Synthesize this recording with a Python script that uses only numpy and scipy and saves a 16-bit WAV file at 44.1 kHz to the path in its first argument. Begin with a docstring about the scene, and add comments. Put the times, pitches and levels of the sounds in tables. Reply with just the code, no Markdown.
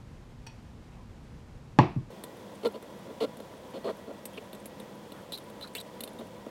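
"""Table knife in a packed glass jar

Over background noise, a knife clinks on the rim and drags lightly across it. The kitchen counter rings
with one hard knock and a soft thud. Then the blade is pushed down: it clicks on the glass, groans
through the contents by stick and slip, and squeaks along the wall. The jar bumps on the board
and trapped air ticks loose."""
import sys
import numpy as np
from scipy import signal
from scipy.fft import rfft, irfft
from scipy.io import wavfile
from scipy.ndimage import uniform_filter1d

SR = 44100
rng = np.random.default_rng(int(sys.argv[2]) if len(sys.argv) > 2 else 0)


def dump_mix(stems):
    """Bounce the given channels to the path in sys.argv[1] as a 16-bit WAV at rate SR."""
    frames = np.atleast_2d(stems).T  # one column per channel
    limited = np.clip(frames, -1, 1)  # hard clip at full scale
    pcm = np.round(limited * 32767).astype(np.int16)
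    wavfile.write(sys.argv[1], SR, pcm)


N = 286650
TIME_S = np.arange(N) / SR

# Background rumble. Each row: frequency in Hz, relative density in dB.
RUMBLE_SPECTRUM = [(12, -48), (20, -8), (43, -6), (134, -6.5), (187, -12.5), (241, -10.5), (270, -17.5),
                   (399, -22), (485, -21), (607, -26), (1030, -27.5), (1120, -30.5), (7110, -46),
                   (14700, -59), (16000, -71)]
# Background hiss. Each row: frequency in Hz, relative density in dB.
HISS_SPECTRUM = [(18, -57), (30, -19), (98, -5.5), (170, -1.5), (194, 2), (252, -3), (364, -2), (437, -7),
                 (486, 1.5), (740, -9), (962, -7.5), (1220, -15.5), (3400, -23.5), (13700, -35),
                 (16000, -35)]
# Resonances in the hiss. Each row: centre in Hz, width in Hz, level in dB.
DRONES = [(205.3, 16, -57.5), (511, 220, -59.5), (985.6, 34, -63), (1930, 16, -71), (3370, 600, -68.5)]
# Knife bouncing on the rim. 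Each row: start in seconds, level in dB.
CLINKS = [(.4660, -46), (.4700, -43.5), (0.476, -58)]
# Drags over the rim. Each row: start and length in seconds, centre and width in Hz, level in dB.
DRAGS = [(0.919, 0.047, 2400, 1200, -67), (0.926, 0.076, 805, 300, -61), (0.959, 0.1, 1030, 160, -61)]
# Rim and knife ringing freely. Each row: frequency in Hz, relative gain in dB, T60 in seconds.
RIM_MODES = [(900, 7, 0.12), (990, -13, 0.16), (2500, 2, 0.04), (2700, -4, 0.044), (3310, -10, .08),
             (4420, -4, 0.055), (4576, -10, .08), (5540, 1.5, 0.042), (5690, 5, 0.043), (5810, -5, .1),
             (6020, -10, .05), (7994, -15, 0.1), (9141, -3, .05), (13300, -18, .04)]
# Kitchen reverberation. Each row: centre in Hz, relative gain in dB, T60 in seconds.
ROOM_BANDS = [(125, -5, 0.43), (263, -1.5, 0.25), (510, 0, 0.29), (1000, -15, 0.22), (2000, -0.5, 0.35),
              (3970, -0.5, 0.32), (8000, -1.5, 0.13)]
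# Blows on the counter. Each row: start in seconds, gain in dB, contact time in seconds.
KNOCKS = [(1.7884, -6.5, .00019), (1.9628, -14, .0041)]
# Counter and what stands on it. Each row: frequency in Hz, relative gain in dB, T60 in seconds.
COUNTER_MODES = [(101, -5, 0.11), (126.8, 1, 0.19), (164, -3.5, 0.089), (222, -6.5, 0.19), (266, 5, 0.05),
                 (361.7, -8, 0.2), (460, -8.5, 0.067), (576, -5.5, .09), (705, -18, 0.056),
                 (747, -8.5, 0.067), (863, 1, 0.077), (968, -0.5, 0.076), (1017, -4.5, 0.077),
                 (1083, -2.5, 0.069), (1150, -6, 0.046), (1300, -26.5, .06), (1660, -5, 0.038),
                 (1876, -7, 0.04), (2560, -16.5, 0.052), (2800, -10.5, 0.044), (3480, -12.5, 0.022),
                 (4320, -12, 0.042), (5660, -13.5, 0.024)]
# Crack of a hard contact. Each row: frequency in Hz, relative density in dB.
CRACK_SPECTRUM = [(50, -6.5), (120, 4.5), (330, 3.5), (520, -10), (850, 0), (1150, -3.5), (1450, -20.5),
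                  (2600, -14.5), (3700, -23.5), (5700, -22.5), (8000, -27), (16000, -35)]
# Blade hitting the wall. Each row: start in seconds, tick level in dB, glass level in dB.
CLICKS = [(2.2379, -39, -42), (2.674, -49, -43), (2.825, -52, -56), (3.37, -51, -55), (3.402, -53, -51),
          (4.2546, -35.5, -56), (4.530, -46, -45.5), (4.549, -50, -50), (4.6567, -40.5, -66),
          (4.8, -49, -44.5), (5.1206, -49, -44), (5.3215, -40, -35), (5.5003, -55, -60), (5.6115, -52, -41),
          (5.751, -38.5, -34), (6.0064, -35.5, -36.5), (6.0362, -34, -35), (6.076, -47, -43)]
# Steel on glass. Each row: frequency in Hz, relative density in dB.
TICK_SPECTRUM = [(500, -18), (2000, 0), (4200, -3), (6000, -9), (8500, 2), (11000, 2), (13500, -0.5),
                 (16500, -5)]
# Jar wall, damped by the contents. Each row: frequency in Hz, relative gain in dB, T60 in seconds.
WALL_MODES = [(1960, -37, .025), (2810, -1, .025), (3080, -2, 0.035), (3575, 1, 0.053), (3980, 7.5, 0.026),
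              (4110, 1.5, 0.021), (4270, 4, 0.027), (4200, -43, .02)]
# Jar bumping the board. Each row: start in seconds, level in dB.
BUMPS = [(3.4019, -37), (3.538, -38), (6.2125, -29.5), (6.465, -28.5)]
# Hollow jar on the board. Each row: frequency in Hz, relative gain in dB, T60 in seconds.
BODY_MODES = [(223, -7, 0.1), (292, 0, 0.027), (437, -2.5, 0.059), (543, -0.5, 0.023), (656, -5, 0.035),
              (1007, -9.5, 0.014), (1380, -20, 0.047), (2060, -22, 0.0083)]
# Pushes through the contents. Each row: start and length in seconds, level in dB, relative grit in dB.
RUBS = [(2.630, 0.016, -31.5, -18), (2.646, .029, -22.5, -17), (2.682, 0.0089, -34, -22),
        (2.739, 0.03, -38, -17), (3.061, 0.062, -44, -24), (3.203, 0.053, -26.5, -15.5),
        (3.734, 0.051, -39, -15), (3.84, 0.0772, -32, -19), (4.068, 0.053, -40.5, -26),
        (4.368, 0.024, -39.5, -12), (6.187, 0.041, -40.5, -19)]
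# Grit of a rub. Each row: frequency in Hz, relative density in dB.
GRIT_SPECTRUM = [(500, -0.5), (1350, -17), (1700, -6.5), (2600, -3), (2980, 4.5), (3200, 0), (3450, 5.5),
                 (3850, -3.5), (4300, 6.5), (4700, -5.5), (5400, -15.5), (10000, -15), (16000, -25)]
# Blade skidding on the wall. Each row: start and fall time in seconds, first and last pitch in Hz,
# squeak level in dB, hiss level in dB.
SCRAPES = [(3.876, 0.035, 1103, 1093, -40.5, -70), (4.330, 0.056, 3000, 3400, -58, -66),
           (4.376, .011, 2620, 2600, -41, -66), (5.138, 0.083, 1140, 1410, -52.5, -72),
           (5.323, 0.043, 3810, 4180, -38, -52), (5.374, 0.017, 3820, 3820, -47.5, -51),
           (5.621, 0.038, 3880, 4200, -42, -60), (5.638, .031, 1410, 1094, -49, -70),
           (5.672, .014, 4100, 4100, -52, -59), (5.749, .042, 2170, 3590, -41.5, -45.5),
           (5.782, 0.019, 3850, 3920, -41, -53), (5.801, .017, 3800, 3820, -45, -47.5),
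           (6.187, .017, 3730, 3730, -52, -59)]


def undb(db):
    return 10 ** (np.asarray(db) / 20)


def unit_rms(x):
    return x / np.sqrt(np.mean(x ** 2) + 1e-18)


def add(out, start_s, x):
    i = int(start_s * SR)
    out[i:i + len(x)] += x[:N - i]


def bin_gains(spectrum, size):
    """FFT bin gains, interpolated over log frequency."""
    hz, db = np.transpose(spectrum)
    bins_hz = np.maximum(np.fft.rfftfreq(size, 1 / SR), 1)
    return undb(np.interp(np.log(bins_hz), np.log(hz), db))


def noise(spectrum, size):
    """Shaped noise, rms 1."""
    return unit_rms(irfft(rfft(rng.standard_normal(size)) * bin_gains(spectrum, size), size))


def band(hz, width_hz, size):
    """Noise in one resonance, rms 1."""
    offset = 2 * (np.fft.rfftfreq(size, 1 / SR) - hz) / width_hz
    return unit_rms(irfft(rfft(rng.standard_normal(size)) / (1 + offset ** 2), size))


def pulse(spectrum, size=2048):
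    """Minimum-phase pulse, unit energy."""
    cepstrum = irfft(np.log(bin_gains(spectrum, size)))
    cepstrum[1:size // 2] *= 2
    cepstrum[size // 2:] = 0
    wave = irfft(np.exp(rfft(cepstrum)))
    return wave / np.sqrt(np.sum(wave ** 2))


def decay(t60_s, size):
    return np.exp(-np.log(1000) * TIME_S[:size] / t60_s)


def swell(rise_s, fall_s, size):
    return np.sin(np.pi / 2 * np.interp(TIME_S[:size], [0, rise_s, rise_s + fall_s], [0, 1, 0]))


def ring(modes, size, scatter_db=0, t60_scale=1, detune=0):
    """Struck modes, initial rms near 1; gain and pitch vary with the contact point."""
    hz, db, t60_s = np.transpose(modes)
    spread = rng.uniform(-0.99, 1, (len(hz), 2))
    gains = undb(db + scatter_db * spread[:, 0])
    hz = hz * (1 + detune * spread[:, 1])
    out = np.zeros(size)
    for k, gain in enumerate(gains):
        tone = np.sin(2 * np.pi * hz[k] * TIME_S[:size])
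        out += (-1) ** k * gain * tone * decay(t60_s[k] * t60_scale, size)
    return out / np.sqrt(np.sum(gains ** 2) / 2)


def radiate(x, cutoff_hz):
    """A body of limited size radiates little bass."""
    return signal.sosfilt(signal.butter(2, cutoff_hz, "high", fs=SR, output="sos"), x)


def background_noise(switch_s=2.103, switch_length_s=0.004, level_db=-47.5, waver_db=0.5):
    """Low rumble that turns to thinner hiss with drones as the microphone switches."""
    hiss = undb(level_db) * noise(HISS_SPECTRUM, N)
    hiss += sum(undb(db) * band(hz, width_hz, N) for hz, width_hz, db in DRONES)
    rumble = undb(level_db) * noise(RUMBLE_SPECTRUM, N)
    hiss_share = np.clip((TIME_S - switch_s) / switch_length_s + 0.5, 0, 1)
    waver = undb(waver_db * band(hz=1, width_hz=18, size=N))
    return ((1 - hiss_share) * rumble + hiss_share * hiss) * waver


def rim_contacts(tick_db=-2, tick_t60_s=0.029, size=8192):
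    """The knife bounces on the rim, ringing both, then drags over it."""
    out = np.zeros(N)
    for start_s, db in CLINKS:
        ringing = ring(RIM_MODES, size, detune=0.003)
        tick = band(hz=1800, width_hz=7000, size=size) * decay(tick_t60_s, size)
        add(out, start_s, undb(db) * (ringing + undb(tick_db) * tick))
    for start_s, length_s, hz, width_hz, db in DRAGS:
        pressure = swell(length_s / 2, length_s / 2, size)
        add(out, start_s, undb(db) * pressure * band(hz, width_hz, size))
    return out + kitchen_reverb(out, wet_db=-10)


def kitchen_reverb(x, wet_db, onset_s=0.0034, size=16384):
    """Diffuse reflections build up, then decay by octave band."""
    tail = sum(undb(db) * np.sqrt(hz) * band(hz, hz, size) * decay(t60_s, size)
               for hz, db, t60_s in ROOM_BANDS)
    tail *= np.clip(TIME_S[:size] / onset_s - 0.5, 0, 1)
    tail /= np.sqrt(np.sum(tail ** 2))
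    return undb(wet_db) * signal.oaconvolve(x, tail)[:N]


def counter_knocks(crack_db=18, size=16384):
    """Blows ring the counter, soft ones only its low modes; the crack fills the room."""
    ringing, cracks = np.zeros(N), np.zeros(N)
    modes = -ring(COUNTER_MODES, size)
    crack = -undb(crack_db) * pulse(CRACK_SPECTRUM)
    for start_s, db, contact_s in KNOCKS:
        progress = TIME_S[:size // 16] / contact_s
        force = progress ** 2 * np.exp(-2 * np.pi * progress)
        force *= undb(db) / force.sum()
        add(ringing, start_s, signal.fftconvolve(modes, force))
        add(cracks, start_s, signal.fftconvolve(crack, force))
    return radiate(ringing + cracks + kitchen_reverb(cracks, wet_db=-5), cutoff_hz=75)


def blade_ring(t60_s, size, low_hz=7600, high_hz=13400, count=14):
    """Thin steel has many close high modes; each contact picks a random set."""
    modes = rng.uniform([low_hz, -8, 0.6 * t60_s], [high_hz, 0, 1.4 * t60_s], (count, 3))
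    return ring(modes, size)


def glass_clicks(blade_db=-6, base_t60_s=0.027, glancing_s_per_db=0.0005, size=3072):
    """Steel hits glass; a glancing touch rings the wall less and the steel longer."""
    out = np.zeros(N)
    for start_s, tick_db, glass_db in CLICKS:
        tick_t60_s = base_t60_s + glancing_s_per_db * max(tick_db - glass_db, 0)
        tick = noise(TICK_SPECTRUM, size) * decay(tick_t60_s, size)
        steel = tick + undb(blade_db) * blade_ring(1.84 * tick_t60_s, size)
        wall = ring(WALL_MODES, size, scatter_db=4, t60_scale=0.95, detune=0.025)
        add(out, start_s, undb(tick_db) * steel + undb(glass_db) * wall)
    return out


def jar_bumps(nudge_db=-37.5, tap_db=-11, tap_t60_s=0.018, size=3072):
    """The jar taps the board and rings hollow; every click nudges it too."""
    out = np.zeros(N)
    nudges = [(start_s, nudge_db) for start_s, _, _ in CLICKS]
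    for start_s, db in BUMPS + nudges:
        body = ring(BODY_MODES, size, scatter_db=2, detune=0.03)
        tap = band(hz=610, width_hz=1400, size=size) * decay(tap_t60_s, size)
        add(out, start_s, undb(db) * (body + undb(tap_db) * tap))
    return out


def air_bubbles(start_s=2.25, span_s=4.1, min_db=-61, centre_hz=10000, t60_s=0.032, count=22, size=2048):
    """Tiny wet ticks as trapped air works loose from the contents."""
    out = np.zeros(N)
    for when, pitch, strength in rng.random((count, 3)):
        octaves = 0.4 * (pitch - 0.5)
        tick = band(centre_hz * 2 ** octaves, width_hz=2200, size=size) * decay(t60_s, size)
        add(out, start_s + span_s * when, undb(min_db + 6 * strength) * tick)
    return out


def thrust(length_s, size, bite_s=0.0052, give_s=0.011):
    """Force of one push: the blade bites, holds, and the contents give."""
    bite = np.clip(TIME_S[:size] / bite_s, 0, 1)
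    give = np.clip((length_s - TIME_S[:size]) / give_s, 0, 1)
    return np.sin(np.pi / 2 * bite * give)


def content_rubs(firm_db=-22, firm_hz=471.2, hz_per_db=2.5, scatter_db=2.5, size=5120, count=80):
    """Stick-slip drives the jar and sheds grit; lighter pushes slip faster and less evenly."""
    out = np.zeros(N)
    for start_s, length_s, db, grit_db in RUBS:
        slack_db = max(firm_db - db, 0)
        slip_hz = firm_hz + hz_per_db * slack_db
        jitter = 0.07 + 0.024 * slack_db
        gap_draws, strength_draws = rng.standard_normal((count, 2)).T
        slip_times_s = np.cumsum(np.exp(jitter * gap_draws)) / slip_hz
        slips = np.bincount((slip_times_s * SR).astype(int), undb(scatter_db * strength_draws), size)
        pressure = thrust(length_s, size)
        groan = signal.fftconvolve(slips[:size] * pressure, ring(BODY_MODES, size))[:size]
        slip_cycles = np.interp(TIME_S[:size], slip_times_s, np.arange(count))
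        pulsing = 1 + 0.36 * np.cos(2 * np.pi * slip_cycles)
        grit = pressure * pulsing * noise(GRIT_SPECTRUM, size)
        rub = unit_rms(groan) + undb(grit_db) * unit_rms(grit)
        add(out, start_s, undb(db) * rub * np.sqrt(np.mean(pressure ** 2)))
    return out


def wall_scrapes(wall_hz=4080, min_width_hz=370, widen_hz_per_octave=330,
                 rasp_db=-10, chatter_db=6.5, blade_db=-2, size=4096):
    """The edge skids: the glass squeaks, purest at its own note; tiny catches shake the blade."""
    out = np.zeros(N)
    for start_s, fall_s, from_hz, to_hz, squeak_db, hiss_db in SCRAPES:
        pressure = swell(0.12 * fall_s, fall_s, size)
        roughness = unit_rms(uniform_filter1d(rng.standard_normal(size), size=90))
        catches = unit_rms(undb(chatter_db * roughness))
        friction = catches * pressure * noise(TICK_SPECTRUM, size)
        steel = signal.fftconvolve(friction, blade_ring(t60_s=0.017, size=size))[:size]
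        hiss = unit_rms(friction) + undb(blade_db) * unit_rms(steel)
        width_hz = min_width_hz + widen_hz_per_octave * abs(np.log2(wall_hz / from_hz))
        note = band(from_hz, width_hz, size)
        rasp = undb(rasp_db) * band(from_hz, width_hz=2100, size=size)
        glide_hz = np.interp(TIME_S[:size], [0, fall_s], [0, to_hz - from_hz])
        shifter = np.exp(2j * np.pi * np.cumsum(glide_hz) / SR)
        squeak = pressure * np.real(signal.hilbert(note + rasp) * shifter)
        scrape = undb(squeak_db) * unit_rms(squeak) + undb(hiss_db) * hiss
        add(out, start_s, scrape * np.sqrt(np.mean(pressure ** 2)))
    return out


def scene():
    """Mono, within arm's reach; sounds inside the jar stay dry."""
    jar = glass_clicks() + wall_scrapes() + content_rubs() + jar_bumps() + air_bubbles()
    return (rim_contacts() + counter_knocks() + radiate(jar, cutoff_hz=156) + background_noise())[None]


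def record(dry):
    """Full-scale clipping, then a steep low-pass."""
    cutoff_hz = 15900
    lowpass = signal.ellip(8, 0.2, 70, cutoff_hz, fs=SR, output="sos")
    return signal.sosfilt(lowpass, np.clip(dry, -1, 1))


dry = scene()
out = record(dry)
dump_mix(out)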